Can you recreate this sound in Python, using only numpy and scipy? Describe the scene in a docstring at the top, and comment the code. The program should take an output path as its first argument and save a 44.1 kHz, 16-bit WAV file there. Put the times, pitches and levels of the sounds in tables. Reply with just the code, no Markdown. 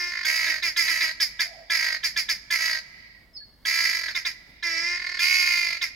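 """Guinea fowl scold from a garden fence, heard from a covered deck over a quiet rumble and hum.
A nasal whine opens, then come four rattling squawks among short keks, with a faint far call at 1.4 s.
A small bird chirps in the pause at 3.3 s; a squawk, keks, a whine, the longest squawk and a kek follow.
In each fowl call the syrinx buzzes near 340 Hz and throbs about 35-85 times a second;
throat and beak shape the buzz into two shrill bands."""
import sys
import numpy as np
from scipy import signal
from scipy.fft import rfft, irfft, next_fast_len
from scipy.io import wavfile

SR = 44100
rng = np.random.default_rng(int(sys.argv[2]) if len(sys.argv) > 2 else 0)


def output_pcm(signal):
    """Save a mono or channel-first signal as 16-bit PCM at the path in sys.argv[1].

    Samples are clipped to [-1, 1] before scaling.
    """
    pcm = np.clip(np.atleast_2d(signal).T, -1, 1) * 32767
    wavfile.write(sys.argv[1], SR, np.round(pcm).astype(np.int16))


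N = 262395
EDGE_HZ = 16000

BURST_S, SWELL_DB, BURST_BEAK_DB, BURST_RASP_DB, LEAP_S = 0.019, 3, 4.5, 9.5, 0.065
FALTER_AT_S, FALTER_WIDTH_S, FALTER_DB, FALTER_HZ, FALTER_THROB_HZ = 0.084, 0.026, 3.5, 13, 7.8
THROAT_SINK_HZ, BEAK_HZ, BEAK_SINK_HZ = 150, 4820, 228
TIRED_RASP_DB, LOW_DB, TIRED_LOW_DB, RELEASE_S, RELEASE_DB = -10, -28, 8.5, 0.012, 6.5
DEEP_THROB_HZ, SHALLOW_THROB_HZ = 45.5, 59.3
# Squawks: (time [s], length [s], level [dB], fade [dB], pitch [Hz], opening leap [Hz], final sag [Hz],
# falter [0-1], throat [Hz], beak [dB], rasp [dB], first throb rate [Hz], last throb rate [Hz])
SQUAWKS = [(0.245, 0.36, -23.5, 8, 327.2, -15.5, 16.2, 0.02, 2100, -4.5, -15, 67, 47.3),
           (0.761, 0.36, -25, 3, 330, 14, 13, 0.89, 2117, -4.5, -12.5, 74, 55),
           (1.697, 0.28, -23, 8, 324.9, 13.5, 15, .7, 2066, -3.5, -16.5, 62, 46.6),
           (2.502, 0.3, -23.5, 8.5, 330.6, 14, 17, 0.98, 2072, -3, -14, 66, 50),
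           (3.65, 0.478, -24, 11, 334.1, -7, 9, 0.16, 2085, -2.5, -14, 73, 36),
           (5.188, 0.6, -22, 10.5, 366.7, -24, 34.5, 0.11, 2268, -2.5, -15, 80, 44)]


def squawk(start_s, length_s, level_db, fade_db, hz, leap_hz, sag_hz, falter_amount,
           throat_hz, beak_db, rasp_db, first_throb_hz, last_throb_hz):
    """A bright burst, a brief falter, a hold, then a slowing, deepening rattle as the air runs out."""
    age = np.arange(0, length_s, 1 / SR)
    spent = age / length_s
    sag, tired = spent ** 1.5, spent ** 2.86
    burst = bell(age, BURST_S)
    falter = falter_amount * bell(age - FALTER_AT_S, FALTER_WIDTH_S)
    release = np.exp((age - length_s) / RELEASE_S)
    throb_hz = blend(first_throb_hz, last_throb_hz, spent) - FALTER_THROB_HZ * falter
    drop_db = SWELL_DB * burst + FALTER_DB * falter + fade_db * tired + RELEASE_DB * release
    return fowl_voice(
        start_s, age, throb_hz, level_db=level_db - drop_db,
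        depth=np.interp(throb_hz, [DEEP_THROB_HZ, SHALLOW_THROB_HZ], [1, 0.707]),
        hz=hz + leap_hz * bell(age, LEAP_S) - FALTER_HZ * falter - sag_hz * sag,
        throat_hz=throat_hz - THROAT_SINK_HZ * sag,
        beak_hz=BEAK_HZ - BEAK_SINK_HZ * tired, beak_db=beak_db + BURST_BEAK_DB * burst,
        rasp_db=rasp_db + BURST_RASP_DB * burst + TIRED_RASP_DB * tired,
        low_db=LOW_DB + TIRED_LOW_DB * tired, crack_hz=3410)


DIP_AT_S, DIP_WIDTH_S, BREAK_S, WHINE_THROB_HZ = 0.125, 0.115, 0.0085, 79
# Whines: (time [s], length [s], smooth part [s], level [dB], fade [dB/s], pitch [Hz], dip [Hz],
# throat [Hz], rattle level [dB], rattle's first throb rate [Hz], last throb rate [Hz])
WHINES = [(0.0, 0.243, 0.1127, -28, 49, 352.8, 0, 1994, -31, 63.7, 42.3),
          (4.625, 0.557, 0.342, -28, 2, 354.9, 26.5, 2040, -31, 45.5, 35.4)]


def whine(start_s, length_s, smooth_s, level_db, fade_db_per_s, hz, dip_hz,
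          throat_hz, rattle_db, first_throb_hz, last_throb_hz):
    """A smooth nasal note, with an optional pitch dip, breaks into a slow, dull rattle."""
    age = np.arange(0, length_s, 1 / SR)
    broken = (1 + np.tanh((age - smooth_s) / BREAK_S)) / 2
    throb_hz = np.interp(age, [smooth_s, length_s], [first_throb_hz, last_throb_hz], left=WHINE_THROB_HZ)
    return fowl_voice(
        start_s, age, throb_hz, depth=blend(0.27, 0.96, broken),
        level_db=blend(level_db - fade_db_per_s * age, rattle_db, broken),
        hz=hz - dip_hz * bell(age - DIP_AT_S, DIP_WIDTH_S),
        throat_hz=throat_hz - 40 * broken,
        beak_hz=blend(5050, 4710, broken), beak_db=blend(-2.5, -5, broken),
        rasp_db=-21.5 - 53 * age, low_db=-22, crack_hz=3730)


# Keks, alone or from a second fowl calling over a squawk: (time [s], length before the trail [s], level [dB],
# pitch [Hz], # throat [Hz], brightness [dB], throb depth [0-1], upper crack ring [Hz])
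KEKS = [(0.468, 0.045, -26.5, 342.6, 2130, -5, .2, 3970),
        (0.623, 0.063, -25, 355.3, 2200, -1.5, 0.32, 3930),
        (0.762, 0.065, -28.5, 356, 2220, 2.5, 0.26, 3900), (0.878, 0.04, -25, 355.7, 2140, -5, 0.27, 3850),
        (1.006, 0.04, -24.5, 354, 2170, -1.5, 0.29, 3980), (1.198, 0.038, -27, 341, 2160, 5.5, 0.39, 3560),
        (1.391, 0.037, -24.5, 343.5, 2150, 0.5, 0.65, 3430),
        (2.031, 0.038, -27, 346.5, 2190, 3, 0.53, 3520), (2.161, 0.038, -25.5, 350.3, 2250, 2, .65, 3520),
        (2.285, 0.032, -25, 348.2, 2200, 2, 0.53, 3530),
        (4.079, 0.0058, -27.5, 344.6, 2020, -3.5, 0.4, 3640),
        (4.147, 0.031, -26, 368, 2180, -2, 0.64, 3740),
        (4.249, 0.027, -24.5, 366.7, 2210, -1.5, 0.66, 3800),
        (5.812, 0.031, -24.5, 368.8, 2230, -2, .6, 3600)]


def kek(start_s, length_s, level_db, hz, throat_hz, bright_db, depth, crack_hz,
        trail_s=0.051, trail_db=21):
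    """A clipped squawk: pitch and throat sag, then the voice trails off."""
    age = np.arange(0, length_s + trail_s, 1 / SR)
    trail = np.clip((age - length_s) / trail_s, 0, 1) ** 0.638
    sag = np.minimum(age / length_s, 1) + trail
    return fowl_voice(
        start_s, age, throb_hz=np.full(len(age), 84.4), depth=depth,
        level_db=level_db - trail_db * trail,
        hz=hz * (1 - 0.083 * sag), throat_hz=throat_hz - 110 * sag,
        beak_hz=4910, beak_db=bright_db,
        rasp_db=-13.5 + 1.26 * bright_db, low_db=-25, crack_hz=crack_hz)


# Voice spectra for rasp, body and low register: (frequency [Hz], relative gain [dB])
RASP_SPECTRUM = [(3000, -48), (6000, 12), (7000, 9.5), (7700, 2), (9400, 0.5), (10300, 3.5), (10700, 2.5),
                 (13300, 0), (14000, -2.5), (15600, -6)]
BODY_SPECTRUM = [(300, -18), (650, 4), (850, -30), (1000, -8), (1350, 22), (1680, 16), (2450, -46),
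                 (2650, 24), (2950, -39.5), (3300, -14), (3600, 13), (4000, 22), (4400, -6.5), (6500, 12.5),
                 (8000, -25)]
LOW_SPECTRUM = [(150, -30), (330, 2.5), (480, 4.5), (680, 5), (880, 4), (1300, -79)]


def fowl_voice(start_s, age, throb_hz, depth, level_db, hz, throat_hz, beak_hz, beak_db,
               rasp_db, low_db, crack_hz, opening_s=0.0087, crack_s=0.015, edge_s=0.005):
    """The throbbing syrinx rings throat and beak, cracking at first while the beak is nearly shut."""
    n = len(age)
    stumble = 0.3 * (1 - depth) * wobble(n, 45)  # shallow throbs stumble, deep ones keep time
    swing = -np.cos(2 * np.pi * (np.cumsum(throb_hz) / SR + stumble))
    if start_s < 0.1:  # the first call is already under way
        age = age + 1
    shut, cracking = bell(age, opening_s), bell(age, crack_s)
    smooth = (1 - depth) ** 4
    depth = depth * (1 - shut)
    flow = throb(swing, depth ** 1.4) * amp(1.3 * wobble(n, 200))
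    flutter = throb(swing, 0.85 * depth ** 1.6) * amp(2.1 * wobble(n, 300))

    pitch_tug = depth * (0.0092 * wobble(n, 200) + 0.0094 * swing)
    cycles = np.cumsum(hz * (1 + pitch_tug)) / SR
    cycles += (0.007 + 0.006 * depth) * wobble(n, 400)  # jitter frays the high harmonics
    voice, harsh, hoarse = (syrinx(cycles, breath) for breath in (0.35, 0.8, 0.7))

    throat = resonate(voice * flow, throat_hz, width_hz=548) * (1 - 0.67 * shut)
    beak = resonate(harsh * flutter, beak_hz, width_hz=995)
    beak += amp(-30.5) * resonate(harsh * flutter, beak_hz * 1.28, width_hz=890)
    crack = amp(-1) * cracking * resonate(voice, hz=1703, width_hz=200)
    crack += amp(1) * shut * resonate(harsh, crack_hz, width_hz=750)
    rasp = coloured(hoarse * blend(flutter, 0.93, 0.1), RASP_SPECTRUM) * (1 - bell(age, 0.012))
    pulsing = voice * throb(swing, depth ** 2)
    body = amp(-11) * coloured(pulsing, BODY_SPECTRUM)
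    fundamental = amp(12.5) * smooth * np.sin(2 * np.pi * cycles)
    low = amp(0.5) * coloured(pulsing, LOW_SPECTRUM) + fundamental

    sound = crack + throat + body + amp(rasp_db) * rasp
    sound += amp(beak_db) * beak * (1 - shut) + amp(low_db) * low * (1 - cracking)
    edges = np.clip(age / edge_s, 0, 1) * np.clip((age[-1] - age) / edge_s, 0, 1)
    uneven_db = 0.8 * depth * wobble(n, 50)
    return start_s, amp(level_db + uneven_db) * sound * edges


def syrinx(cycles, breath, spread=3):
    """A ragged snap each cycle, its treble a little late, with a puff of noise after it."""
    mean_hz = SR * np.diff(cycles).mean()
    orders = np.arange(1, int(EDGE_HZ / mean_hz))[:, None]
    lag_rad = np.pi * spread * orders ** 2 / len(orders)
    pulses = np.cos(2 * np.pi * orders * cycles - lag_rad).sum(0)
    puffs = (0.5 + np.exp(-(cycles % 1) / 0.34)) * rng.standard_normal(len(cycles))
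    return unit_rms(unit_rms(pulses) + breath * unit_rms(puffs))


def throb(swing, depth):
    """The airflow snaps open and shut; mean power stays near 1."""
    gate = (1 + np.tanh(2.5 * swing - 0.55 * depth ** 3)) / 2
    return blend(1, gate, depth) / np.sqrt((1 + (1 - depth) ** 2) / 2)


# Small bird's chirp, soft peep under it, faint far call: (time [s], pitch [Hz], level [dB])
CHIRP = [(3.328, 5355, -68), (3.348, 5200, -55.5), (3.364, 5040, -47), (3.372, 4450, -40.5),
         (3.39, 4290, -56), (3.415, 4390, -47), (3.44, 4450, -57), (3.452, 4300, -75)]
PEEP = [(3.403, 1697, -71), (3.413, 1714, -58), (3.424, 1690, -62.5), (3.432, 1670, -74.5)]
FAR_CALL = [(1.44, 640, -65), (1.49, 700, -58), (1.55, 715, -57), (1.6, 670, -55), (1.63, 630, -57),
            (1.66, 600, -68)]


def bird_whistle(rows, waver):
    """A near-pure gliding note with a random pitch waver."""
    times, pitches, levels = np.transpose(rows)
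    t = np.arange(times[0], times[-1], 1 / SR)
    hz = np.interp(t, times, pitches) * (1 + waver * wobble(len(t), 300))
    envelope = amp(np.interp(t, times, levels)) * signal.windows.tukey(len(t), 0.1)
    return t[0], np.sqrt(2) * envelope * np.sin(2 * np.pi * np.cumsum(hz) / SR)


# Echoes off deck, posts and house: (delay [s], left [dB], right [dB])
ECHOES = [(.0029, -16, -20), (.0047, -15, -21), (.0077, -18, -20), (.012, -20, -19), (.0178, -21, -20),
          (.061, -24, -24)]
# Garden decay: (frequency [Hz], T60 [s])
GARDEN_T60 = [(300, 2.8), (2000, 0.77), (5000, 0.7), (8000, 1), (15000, 0.19)]
# Stereo balance: (frequency [Hz], left minus right [dB])
BALANCE = [(50, 19.5), (150, 1), (350, 0.5), (700, -4.5), (1300, -1), (2200, -7), (3000, -5), (3350, -4.5),
           (4800, -2), (6000, -0.5), (9500, 1.5), (11000, -18), (13200, -8.5), (14200, -9), (15600, -19.5)]
# Direct sound's phase: (frequency [Hz], left lead [rad])
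LEFT_LEAD = [(300, 0), (1300, -.3), (2400, -.4), (2850, -1), (3800, 1.2), (4150, 3.4), (4650, 7.4),
             (4950, 7.3), (5400, 6.3), (15000, 6.3)]


def deck_and_garden(x, deck_db, garden_db):
    """Direct sound in stereo, close echoes, the deck's short ring and the garden's tail."""
    size = next_fast_len(N + SR)
    hz = np.fft.rfftfreq(size, 1 / SR)
    room = amp(deck_db) * tail([(500, 0.05), (2000, 0.07), (5000, 0.11), (14000, 0.12)], start_s=0.0015)
    room += amp(-15) * tail([(500, 0.15), (2000, 0.17), (5000, 0.3), (14000, 0.2)], start_s=0.012)
    room += amp(garden_db) * tail(GARDEN_T60, start_s=0.041)
    far_houses = tail([(500, 0.16), (2100, 0.64), (5000, 0.57), (9000, 0.35)], start_s=0.25)
    room += amp(garden_db - 8) * far_houses
    for delay_s, *sides_db in ECHOES:
        room[:, round(delay_s * SR)] += amp(sides_db)
    direct = np.array([np.exp(1j * lookup(LEFT_LEAD, hz)), np.ones(len(hz))])
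    balance = amp(np.outer([0.5, -0.5], lookup(BALANCE, hz)))
    return irfft(rfft(x, size) * (direct + rfft(room, size)) * balance, size)[:, :N]


def tail(t60_points, start_s):
    """Scattered reflections for each side, decaying by (frequency [Hz], T60 [s])."""
    hz, t, bands = signal.stft(rng.standard_normal((2, SR)), SR, nperseg=256)
    decay = np.exp(-np.log(1000) * t / lookup(t60_points, hz)[:, None])
    taps = signal.istft(bands * decay, SR, nperseg=256)[1][:, :SR]
    taps *= np.clip(np.arange(SR) / (SR * start_s) - 1, 0, 1)
    return taps / np.linalg.norm(taps, axis=1, keepdims=True)


# Outdoor noise: (frequency [Hz], relative density [dB])
AIR_SPECTRUM = [(15, -16), (25, -2), (68, -4.5), (246, -8), (389, -16), (537, -16), (703, -16), (782, -18),
                (1380, -23), (2170, -17.5), (2420, -35), (2920, -25), (4380, -26.5), (7100, -37),
                (15500, -32.5)]


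def outdoor_air(level_db=-61, width=0.42):
    """A soft, wavering rumble, mostly shared by both sides."""
    shared, side = (coloured(rng.standard_normal(N), AIR_SPECTRUM) for _ in range(2))
    return amp(level_db + 1.5 * wobble(N, 14)) * np.array([shared + width * side, shared - width * side])


def far_hum(level_db=-61, hz=51):
    """A low tone far off, wavering in pitch."""
    return amp(level_db) * np.sin(2 * np.pi * np.cumsum(hz + 2 * wobble(N, 6.1)) / SR)


def amp(db):
    return 10 ** (np.asarray(db) / 20)


def unit_rms(x):
    return x / np.sqrt(np.mean(x ** 2) + 1e-20)


def bell(t, width_s):
    return np.exp(-(t / width_s) ** 2)


def blend(a, b, share):
    return a + (b - a) * share


def lookup(points, hz):
    """Table value at hz, on a log-frequency axis."""
    knots_hz, values = np.transpose(points)
    return np.interp(np.log(hz + 1), np.log(knots_hz + 1), values)


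def coloured(x, points):
    """x through a smooth spectrum, at rms 1."""
    size = next_fast_len(2 * len(x))
    gain = amp(lookup(points, np.fft.rfftfreq(size, 1 / SR)))
    return unit_rms(irfft(rfft(x, size) * gain, size)[:len(x)])


def wobble(count, rate_hz):
    """Smooth random motion up to about rate_hz, at rms 1."""
    hz = np.fft.rfftfreq(count, 1 / SR)
    lowpass = (hz > 0) / (1 + (hz / rate_hz) ** 2) ** 2
    return unit_rms(irfft(rfft(rng.standard_normal(count)) * lowpass, count))


def resonate(x, hz, width_hz):
    """A steep resonance that follows hz, at rms 1."""
    carrier = np.exp(2j * np.pi * np.cumsum(hz * np.ones(len(x))) / SR)
    pole = np.exp(-np.pi * width_hz / SR)
    return unit_rms((carrier * signal.lfilter([1], np.poly([pole, pole]), x / carrier)).real)


def add(mix, start_s, sound):
    part = mix[round(start_s * SR):][:len(sound)]
    part += sound[:len(part)]


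def scene():
    """Fowl near the deck, smaller birds farther out, outdoor background."""
    fowl, small_birds = np.zeros(N), np.zeros(N)
    for call, rows in (squawk, SQUAWKS), (whine, WHINES), (kek, KEKS):
        for row in rows:
            add(fowl, *call(*row))
    for rows, waver in (CHIRP, 0.013), (PEEP, 0.018), (FAR_CALL, 0.085):
        add(small_birds, *bird_whistle(rows, waver))
    near = deck_and_garden(fowl, deck_db=-3, garden_db=-22)
    far = deck_and_garden(small_birds, deck_db=4, garden_db=-10)
    return amp(-2) * near + amp(1.5) * far + outdoor_air() + far_hum()


def record(dry):
    """Steep low-pass at EDGE_HZ."""
    lowpass = signal.firwin(511, EDGE_HZ, window=("kaiser", 9), fs=SR)
    return signal.oaconvolve(dry, lowpass[None], "same")


dry = scene()
out = record(dry)
output_pcm(out)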